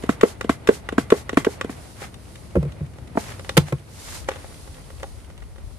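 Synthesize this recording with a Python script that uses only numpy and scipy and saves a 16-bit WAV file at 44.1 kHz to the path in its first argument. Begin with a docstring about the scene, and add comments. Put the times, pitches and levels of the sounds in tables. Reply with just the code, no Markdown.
"""An open hive in a wood, the beekeeper at work about a metre from a stereo microphone.
Over a low breeze, leaves and rustling cloth come quick to-and-fro strokes: the steel tool ticks,
a frame knocks at each end of its travel, and the blade hisses along the wax. From two seconds on
there are slow scrapes and single ticks, and between them blows thump the hollow box.
From about four seconds gusts buffet the microphone while the edge picks through crumbs of wax."""
import sys
import numpy as np
from scipy import signal
from scipy.fft import rfft, irfft
from scipy.io import wavfile
from scipy.ndimage import uniform_filter1d

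SR = 44100
rng = np.random.default_rng(int(sys.argv[2]) if len(sys.argv) > 2 else 0)


def persist_wave(psi):
    """Save psi, clipped to +-1, as 16-bit WAV."""
    counts = np.round(np.clip(psi, -1, 1) * 32767).astype(np.int16)
    wavfile.write(sys.argv[1], SR, np.atleast_2d(counts).T)


N = 255197
T = np.arange(N) / SR
RING_T = np.arange(int(.3 * SR)) / SR  # seconds since a contact

# The air of the wood. Each row: time in seconds, relative levels of breeze and of rustle in dB.
AIR_LEVELS = [(0.0, -44.5, -45), (0.69, -43, -48), (1.26, -43.5, -47), (1.45, -44, -45), (2.34, -45, -52),
              (2.74, -40.5, -48.5), (2.93, -44, -51.5), (3.22, -42.5, -49), (3.59, -43, -48),
              (3.85, -48.5, -53), (4.19, -45.5, -48), (5.79, -49, -55.5)]
# Spectrum of a crack. Each row: frequency in Hz, density in dB.
CRACK_COLOUR = [(600, -38), (1500, 2.5), (3000, 6.5), (5000, -7), (7500, -4.5), (10000, -14),
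                (13000, -15.5), (15000, -58)]
# Modes of the hive box. Each row: frequency in Hz, level in dB, t60 in seconds.
BOX_MODES = [(75.6, -12, 0.13), (135.7, -14, .22), (156, 0, .1), (245, -1, 0.058), (365, 0, 0.064),
             (469, 0, 0.044), (529, .5, 0.038), (700, -4, 0.055), (916, -1.5, 0.048), (1061, 2.5, .035),
             (1350, 0, 0.033), (1593, -2, 0.027), (2064, -7, 0.032), (2500, -6, 0.037)]
# Pushes of the tool. Each row: knock time in seconds, strength and hardness in dB, seconds by which
# the catch of the edge leads the knock.
PUSH_STROKES = [(.232, 0, -0.5, .0215), (.6881, 0, -1, .0155), (1.121, -1, -2, .0185),
                (1.467, -10.5, -8.5, .0205)]
# Pulls back. Each row: as for a push, then catch strength in dB, lead of the bar's bump in seconds.
PULL_STROKES = [(0.0913, -1.5, -1.5, 0.057, -19, .0556), (0.4936, 0, 2.5, 0.084, -1.5, 0.05),
                (0.9804, 0, -1, .0925, -2, .057), (1.3715, 3, 1, 0.0788, -1, .0425),
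                (1.694, -18, -3.5, 0.083, 0.5, .05)]


def undb(db):
    """Decibels to gain."""
    return 10 ** (np.asarray(db) / 20)


def add(out, s, sound):
    """Mix a stereo sound in at s seconds."""
    i = max(int(s * SR), 0)
    out[:, i:i + sound.shape[1]] += sound[:, :N - i]


def noise(colour, size, likeness):
    """Stereo noise of rms 1, coloured by rows of Hz and dB; likeness correlates the two sides."""
    hz, db = np.transpose(colour)
    log_hz = np.log(np.maximum(np.fft.rfftfreq(size, 1 / SR), 1))
    gain = undb(np.interp(log_hz, np.log(hz), db, left=-90, right=-90))
    mid, side = irfft(rfft(rng.standard_normal((2, size))) * gain, size)
    x = np.sqrt(1 + likeness) * mid + np.sqrt(1 - likeness) * np.array([side, -side])
    return x / x.std()


def wander(rate_hz):
    """Smooth random drift with a spread of 1."""
    step = int(SR / rate_hz)
    x = uniform_filter1d(np.repeat(rng.standard_normal(N // step + 1), step), step)[:N]
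    return x / x.std()


def burst(x, db):
    """Scale a short sound so that its energy, spread over 20 ms, has this level."""
    return x * undb(db) / np.sqrt(np.sum(x ** 2) / 2 / (.02 * SR))


def blow(answer, db, hardness_db):
    """Levels of a blow's parts, low to high: strength lifts all, hardness favours the high ones."""
    return np.array(answer) + db + hardness_db * np.linspace(-.5, .5, len(answer))


def ring(modes, lo_hz, hi_hz, lag_ms, swell, scatter_db):
    """Struck modes in a band, swelling over `swell` cycles; the left port hears them lag_ms later."""
    t = np.maximum(RING_T - np.array([[lag_ms / 1000], [0]]), 0)
    out = 0
    for hz, db, t60 in modes:
        detune, size, side, turn = rng.uniform(-1.36, 1, 4)
        if lo_hz <= hz < hi_hz:
            shape = (1 - np.exp(-t * hz / swell)) ** 2 * np.exp(-np.log(1000) * t / t60)
            apart = min(hz / 1000, 1) * np.array([[1], [-1]])  # short waves differ between the ports
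            pitch = hz + 14 * detune  # the grip shifts every mode a little
            wave = np.sin(2 * np.pi * pitch * t + 0.33 * turn * apart)
            out = out + undb(db + scatter_db * size + 2 * side * apart) * shape * wave
    return out


def crack(colour, rise_s, t60_s, grit_db):
    """Fibres or hard resin give way in a gritty burst."""
    size = len(RING_T)
    grit = undb(grit_db * np.repeat(rng.standard_normal(size), 16)[:size])
    shape = (1 - np.exp(-RING_T / rise_s)) ** 2 * np.exp(-np.log(1000) * RING_T / t60_s)
    return noise(colour, size, 0.29) * grit * shape


def breeze():
    """A breeze rumbles through the wood, a little louder on the left."""
    # Each row: frequency in Hz, density in dB.
    colour = [(20, -27), (35, -18), (55, -1), (75, 1.5), (100, -1.5), (150, -6.5), (220, -11.5),
              (400, -19.5), (700, -23.5)]
    s, breeze_db, _ = np.transpose(AIR_LEVELS)
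    level_db = np.interp(T, s, breeze_db) + np.array([[4.5], [2.5]])
    return noise(colour, N, 0.73) * undb(level_db + 0.61 * wander(17))


def leaves():
    """A soft rustle, in which dry leaves crackle at random."""
    # The rustle. Each row: frequency in Hz, density in dB.
    colour = [(150, -42), (250, 4), (770, 0.5), (1500, -6), (1710, -8.5), (2000, -5.5), (2610, -11),
              (4500, -20.5), (5850, -43), (9900, -120)]
    s, _, rustle_db = np.transpose(AIR_LEVELS)
    level_db = np.interp(T, s, rustle_db) + .3
    out = noise(colour, N, .2) * undb(level_db + 1.4 * wander(40))
    for when, size in rng.random((40, 2)) * [T[-1], 1]:
        leaf = crack(CRACK_COLOUR, rise_s=.001, t60_s=.02, grit_db=3)
        add(out, when, burst(leaf, np.interp(when, T, level_db) - 9 + 7 * size ** 2))
    return out


def suit():
    """The keeper's suit hisses faintly and swishes as the arm moves."""
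    # Each row: frequency in Hz, density in dB.
    colour = [(2500, -2.5), (4500, 2.5), (7000, -1.5), (10000, -1), (12500, -7), (13600, -9.5),
              (14500, -22.5)]
    # Each row: centre in seconds, half length in seconds, level in dB.
    swishes = [(0, .1, -53), (1.355, 0.15, -62), (1.86, 0.18, -51.5), (2.355, 0.24, -55), (3.5, 0.27, -52),
               (4.55, .3, -50.5), (5.054, 0.2, -55), (5.757, 0.14, -60)]
    resting_db = -60.5
    swish = sum(undb(db) * np.exp(-((T - s) / half_s) ** 2) for s, half_s, db in swishes)
    return noise(colour, N, 0.065) * np.hypot(swish, undb(resting_db)) * undb(0.46 * wander(60))


def buffeting():
    """Gusts flutter at each microphone port separately, more at the left one."""
    # Each row: time in seconds, relative level in dB.
    gusts = [(0, -64), (3.8, -65), (4.2, -40.5), (4.6, -45.5), (5.05, -39), (5.79, -41)]
    gust_db = np.interp(T, *np.transpose(gusts)) + 2 * wander(9.8)
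    rumble = noise([(20, -22), (50, 0.5), (75, 1.5), (160, -25)], N, 0)
    return rumble * undb(gust_db + np.array([[1], [-4]]))


def echoes(x, db, t60_s):
    """Short diffuse echoes off the boxes, the keeper and the ground; long waves pass these by."""
    colour = [(60, -13), (250, -7.5), (480, -10), (800, -6), (2000, -9), (6000, -3), (15000, -10.5)]
    shape = np.clip((RING_T - .005) / 0.0032, 0, 1) * np.exp(-np.log(1000) * RING_T / t60_s)
    echo = noise(colour, len(RING_T), 0.62) * shape
    echo /= np.sqrt(np.sum(echo ** 2) / 2)
    return undb(db) * signal.fftconvolve(x, echo, axes=1)[:, :N]


def slide(rise_s, fastest_s, coast_s, rasp_db, hiss_db):
    """Gains of rasp and hiss as the blade speeds up and coasts to rest."""
    speed = np.interp(T - fastest_s, [-rise_s, 0, coast_s], [0, 1, 0])
    return speed ** np.where(T < fastest_s, 1.4, 1.6) * undb([[rasp_db], [hiss_db]])


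def blade_slides():
    """The blade runs over waxy wood in strokes and slow scrapes: a grainy rasp and a smoother hiss."""
    # Each row: rise, time of top speed and coast in seconds, rasp and hiss in dB.
    scrapes = [(0.071, 2.031, 0.078, -36.5, -42.5), (0.054, 3.201, 0.14, -40.5, -40.5),
               (0.083, 3.305, 0.12, -39, -46), (.045, 3.685, 0.056, -39.5, -46),
               (0.33, 4.152, .13, -43, -38.5), (0.0092, 4.281, 0.29, -40.5, -52)]
    # The same columns, timed from a stroke's knock; the skid leads into the knock of a push.
    skid = (0.01, 0, 0.004, -30, -44)
    push_slide = (.085, .053, .086, -42.5, -40.7)
    pull_slide = (.012, .011, .08, -37.5, -39.5)
    # Each row: frequency in Hz, density in dB.
    rasp_colour = [(200, -11), (450, 2.5), (800, 1.5), (1200, 0), (2100, 0), (3200, -7), (5000, -18.5),
                   (9000, -34)]
    hiss_colour = [(2000, -13), (4000, -4), (7000, -4), (10000, -10), (12500, -10), (14500, -29)]
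    follow = 0.34  # dB of slide per dB of knock
    gains = sum(slide(*scrape) for scrape in scrapes)
    moves = (PUSH_STROKES, skid), (PUSH_STROKES, push_slide), (PULL_STROKES, pull_slide)
    for knocks, (rise_s, after_s, *rest) in moves:
        for s, db, *_ in knocks:
            gains += undb(follow * db) * slide(rise_s, s + after_s, *rest)
    rasp = gains[0] * undb(2.4 * wander(300)) * noise(rasp_colour, N, 0.22)
    hiss = gains[1] * undb(0.83 * wander(370)) * noise(hiss_colour, N, 0.046)
    return rasp + hiss


def tool_tick(levels):
    """The steel edge catches: the hand-damped blade rings briefly, with the wood under it."""
    # Each row: frequency in Hz, level in dB, t60 in seconds.
    modes = [(426, -3, 0.034), (523, 0, 0.039), (812, -2.5, 0.027), (1148, 2.5, 0.028), (1450, 4.5, 0.02),
             (1704, 6, 0.014), (1898, 8.5, 0.014), (2497, -4.5, 0.018), (2875, 2, 0.038), (3670, 4.5, .03),
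             (4730, -12, 0.024), (5360, -4, 0.024), (6210, -4, 0.021), (7260, -6.5, 0.015),
             (7560, -9.5, 0.02)]
    wood_db, blade_db, crack_db = levels
    wood = burst(ring(modes, 0, 1000, lag_ms=0.23, swell=0.43, scatter_db=4), wood_db)
    blade = burst(ring(modes, 1000, 2800, lag_ms=0.087, swell=1.23, scatter_db=1), blade_db)
    edge = burst(ring(modes, 2800, SR, lag_ms=.12, swell=4.4, scatter_db=4), crack_db - 3.5)
    crush = burst(crack(CRACK_COLOUR, rise_s=0.0006, t60_s=0.031, grit_db=4), crack_db - 1)
    return wood + blade + edge + crush


def frame_knock(levels):
    """Where the bar is struck decides which bending modes speak; hard knocks set the steel ringing."""
    # Modes of a frame bar and of the steel. Each row: frequency in Hz, level in dB, t60 in seconds.
    bar = [(259, 0, 0.021), (443, 4.5, .018), (540, -9, 0.017), (687, -0.5, 0.027), (880, -5.5, 0.022),
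           (1134, 9, 0.013), (1298, 2.5, 0.017), (1576, -2, 0.023), (1830, -3, 0.019), (2370, -8.5, 0.015)]
    steel = [(1590, -16, .18), (2007, 1, 0.14), (2070, -3, 0.2), (3260, -9, 0.17)]
    first_db, second_db, middle_db, upper_db, crack_db = levels
    first = burst(ring(bar, 0, 330, lag_ms=0.27, swell=1.2, scatter_db=0), first_db)
    second = burst(ring(bar, 330, 600, lag_ms=0.27, swell=2.65, scatter_db=1.5), second_db)
    middle = burst(ring(bar, 600, 950, lag_ms=0.19, swell=0.4, scatter_db=4), middle_db)
    upper = burst(ring(bar, 950, SR, lag_ms=0.1, swell=1, scatter_db=4), upper_db)
    crush = burst(crack(CRACK_COLOUR, rise_s=0.00015, t60_s=0.066, grit_db=-0.5), crack_db - .5)
    ping = burst(ring(steel, 0, SR, lag_ms=0.082, swell=2.5, scatter_db=0), crack_db - 5.5)
    return first + second + middle + upper + crush + ping


def touches():
    """Single taps and ticks as the tool is set down, and faint ones where it meets crumbs of wax."""
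    # Each row: start in seconds, strength and hardness in dB.
    taps = [(3.153, -19, -15), (3.1726, 0, -0.5)]
    ticks = [(2.018, -13, -14), (2.141, -20, 15), (2.355, -22, 17), (2.72, -22, 12), (2.984, -19.5, -8),
             (3.394, -10, -2.5), (3.446, -14, 1), (3.4924, 2.5, 2.5), (4.2865, 5, -8.5), (4.315, -7.5, -5),
             (4.358, -13, -3), (4.443, -19.5, -18), (4.675, -21, -12), (4.781, -22.5, -10),
             (4.902, -17.5, -5), (5.03, -5.5, -6.5), (5.039, -14, -20), (5.377, -27, 20)]
    # The span of the crumbs: start and end in seconds, least strength and hardness in dB.
    crumbs = (4.35, 5.65, -25.5, -4)
    # A tapped bar: four bands, low to high, and the crack, in dB.
    tap_levels = (-20.5, -24.5, -18.5, -26.5, -45)
    # A touch of the edge: wood, blade and crack in dB.
    tick_levels = (-32, -33.5, -36)
    out = np.zeros((2, N))
    for s, db, hardness_db in taps:
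        add(out, s, frame_knock(blow(tap_levels, db, hardness_db)))
    for s, db, hardness_db in ticks:
        add(out, s, tool_tick(blow(tick_levels, db, hardness_db)))
    start, end, db, hardness_db = crumbs
    for when, size in rng.random((10, 2)):
        add(out, start + when * (end - start), tool_tick(blow(tick_levels, db + 5 * size, hardness_db)))
    return out


def box_thumps():
    """A frame prised loose or pushed home shakes the walls, the hollow under them and the stand."""
    # Each row: start in seconds, then strength, hardness, walls over hollow and tearing resin in dB.
    thumps = [(2.554, -0.5, 3, 7, -49.5), (2.565, 3.5, -14.5, 6.5, -52), (2.627, -8.5, -4, -1.5, -50.5),
              (2.65, -9.5, -15, -1.5, -61), (2.806, -10, -13, -7.5, -70), (3.568, -2, 24, 3.5, -20.5),
              (3.574, 9, 11, -6, -15.5), (3.723, -1.5, 5.5, -4, -41)]
    # The box's answer: stand, hollow, walls and upper modes in dB.
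    box_levels = (-28, -18.5, -22.5, -35)
    # Resin tearing apart. Each row: frequency in Hz, density in dB.
    tear_colour = [(600, 2), (1400, 6), (2700, 7), (4000, 0), (7000, -5), (11000, -7), (13500, -10),
                   (16000, -26)]
    out = np.zeros((2, N))
    for s, db, hardness_db, favour_db, tear_db in thumps:
        stand_db, hollow_db, walls_db, upper_db = blow(box_levels, db, hardness_db)
        slow = 2 ** (-min(hardness_db, 0) / 20)  # a contact 20 dB softer swells twice as long
        stand = ring(BOX_MODES, 0, 110, lag_ms=.02, swell=1, scatter_db=0)
        hollow = ring(BOX_MODES, 110, 200, lag_ms=0.022, swell=slow, scatter_db=0)
        walls = ring(BOX_MODES, 200, 600, lag_ms=0.062, swell=0.59 * slow, scatter_db=1.5)
        upper = ring(BOX_MODES, 600, SR, lag_ms=0.16, swell=1.6, scatter_db=1.5)
        add(out, s, burst(stand, stand_db) + burst(hollow, hollow_db - favour_db / 2))
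        add(out, s, burst(walls, walls_db + favour_db / 2) + burst(upper, upper_db))
        add(out, s, burst(crack(tear_colour, rise_s=0.0014, t60_s=0.025, grit_db=1.5), tear_db))
    return out


def strokes():
    """A push catches, knocks and rebounds; a pull catches, bumps the bar, knocks and jolts the box."""
    # Contacts of the bar: four bands, low to high, and the crack, in dB.
    push_knock = (-14, -6, -19, -20, -35.5)
    pull_knock = (-14, -23, -22, -20.5, -32.5)
    bump = (-29.5, -29.5, -38.5, -42, -44.5)
    # Contacts of the edge: wood, blade and crack in dB.
    push_catch = (-35.5, -29, -32.5)
    pull_catch = (-32, -28, -36)
    rebound = (-31, -47, -54)
    rebound_s, jolt_db = 0.018, -31
    out = np.zeros((2, N))
    for s, db, hardness_db, catch_s in PUSH_STROKES:
        add(out, s - catch_s, tool_tick(push_catch))
        add(out, s, frame_knock(blow(push_knock, db, hardness_db)))
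        add(out, s + rebound_s, tool_tick(blow(rebound, db, hardness_db)))
    for s, db, hardness_db, catch_s, catch_db, bump_s in PULL_STROKES:
        add(out, s - catch_s, tool_tick(blow(pull_catch, catch_db, 0)))
        add(out, s - bump_s, frame_knock(bump))
        add(out, s, frame_knock(blow(pull_knock, db, hardness_db)))
        jolt = ring(BOX_MODES, 0, 200, lag_ms=.02, swell=0.8, scatter_db=4)
        add(out, s, burst(jolt, jolt_db + db))
    return out


def scene():
    """Close blows with their echoes and the sliding blade, over the wood, the suit and the wind."""
    blows = strokes() + touches() + box_thumps()
    work = blows + echoes(blows, db=-17.5, t60_s=0.13) + blade_slides()
    return work + breeze() + leaves() + suit() + buffeting()


def record(dry):
    """The right microphone port resonates at 9.5 kHz; peaks clip; the top is cut at 16 kHz."""
    left, right = dry
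    port = signal.lfilter(*signal.iirpeak(9500, 7, fs=SR), right)
    clipped = np.clip([left, right + undb(2) * port], -1, 1)
    return signal.sosfilt(signal.ellip(8, .2, 70, 16000, fs=SR, output="sos"), clipped)


dry = scene()
out = record(dry)
persist_wave(out)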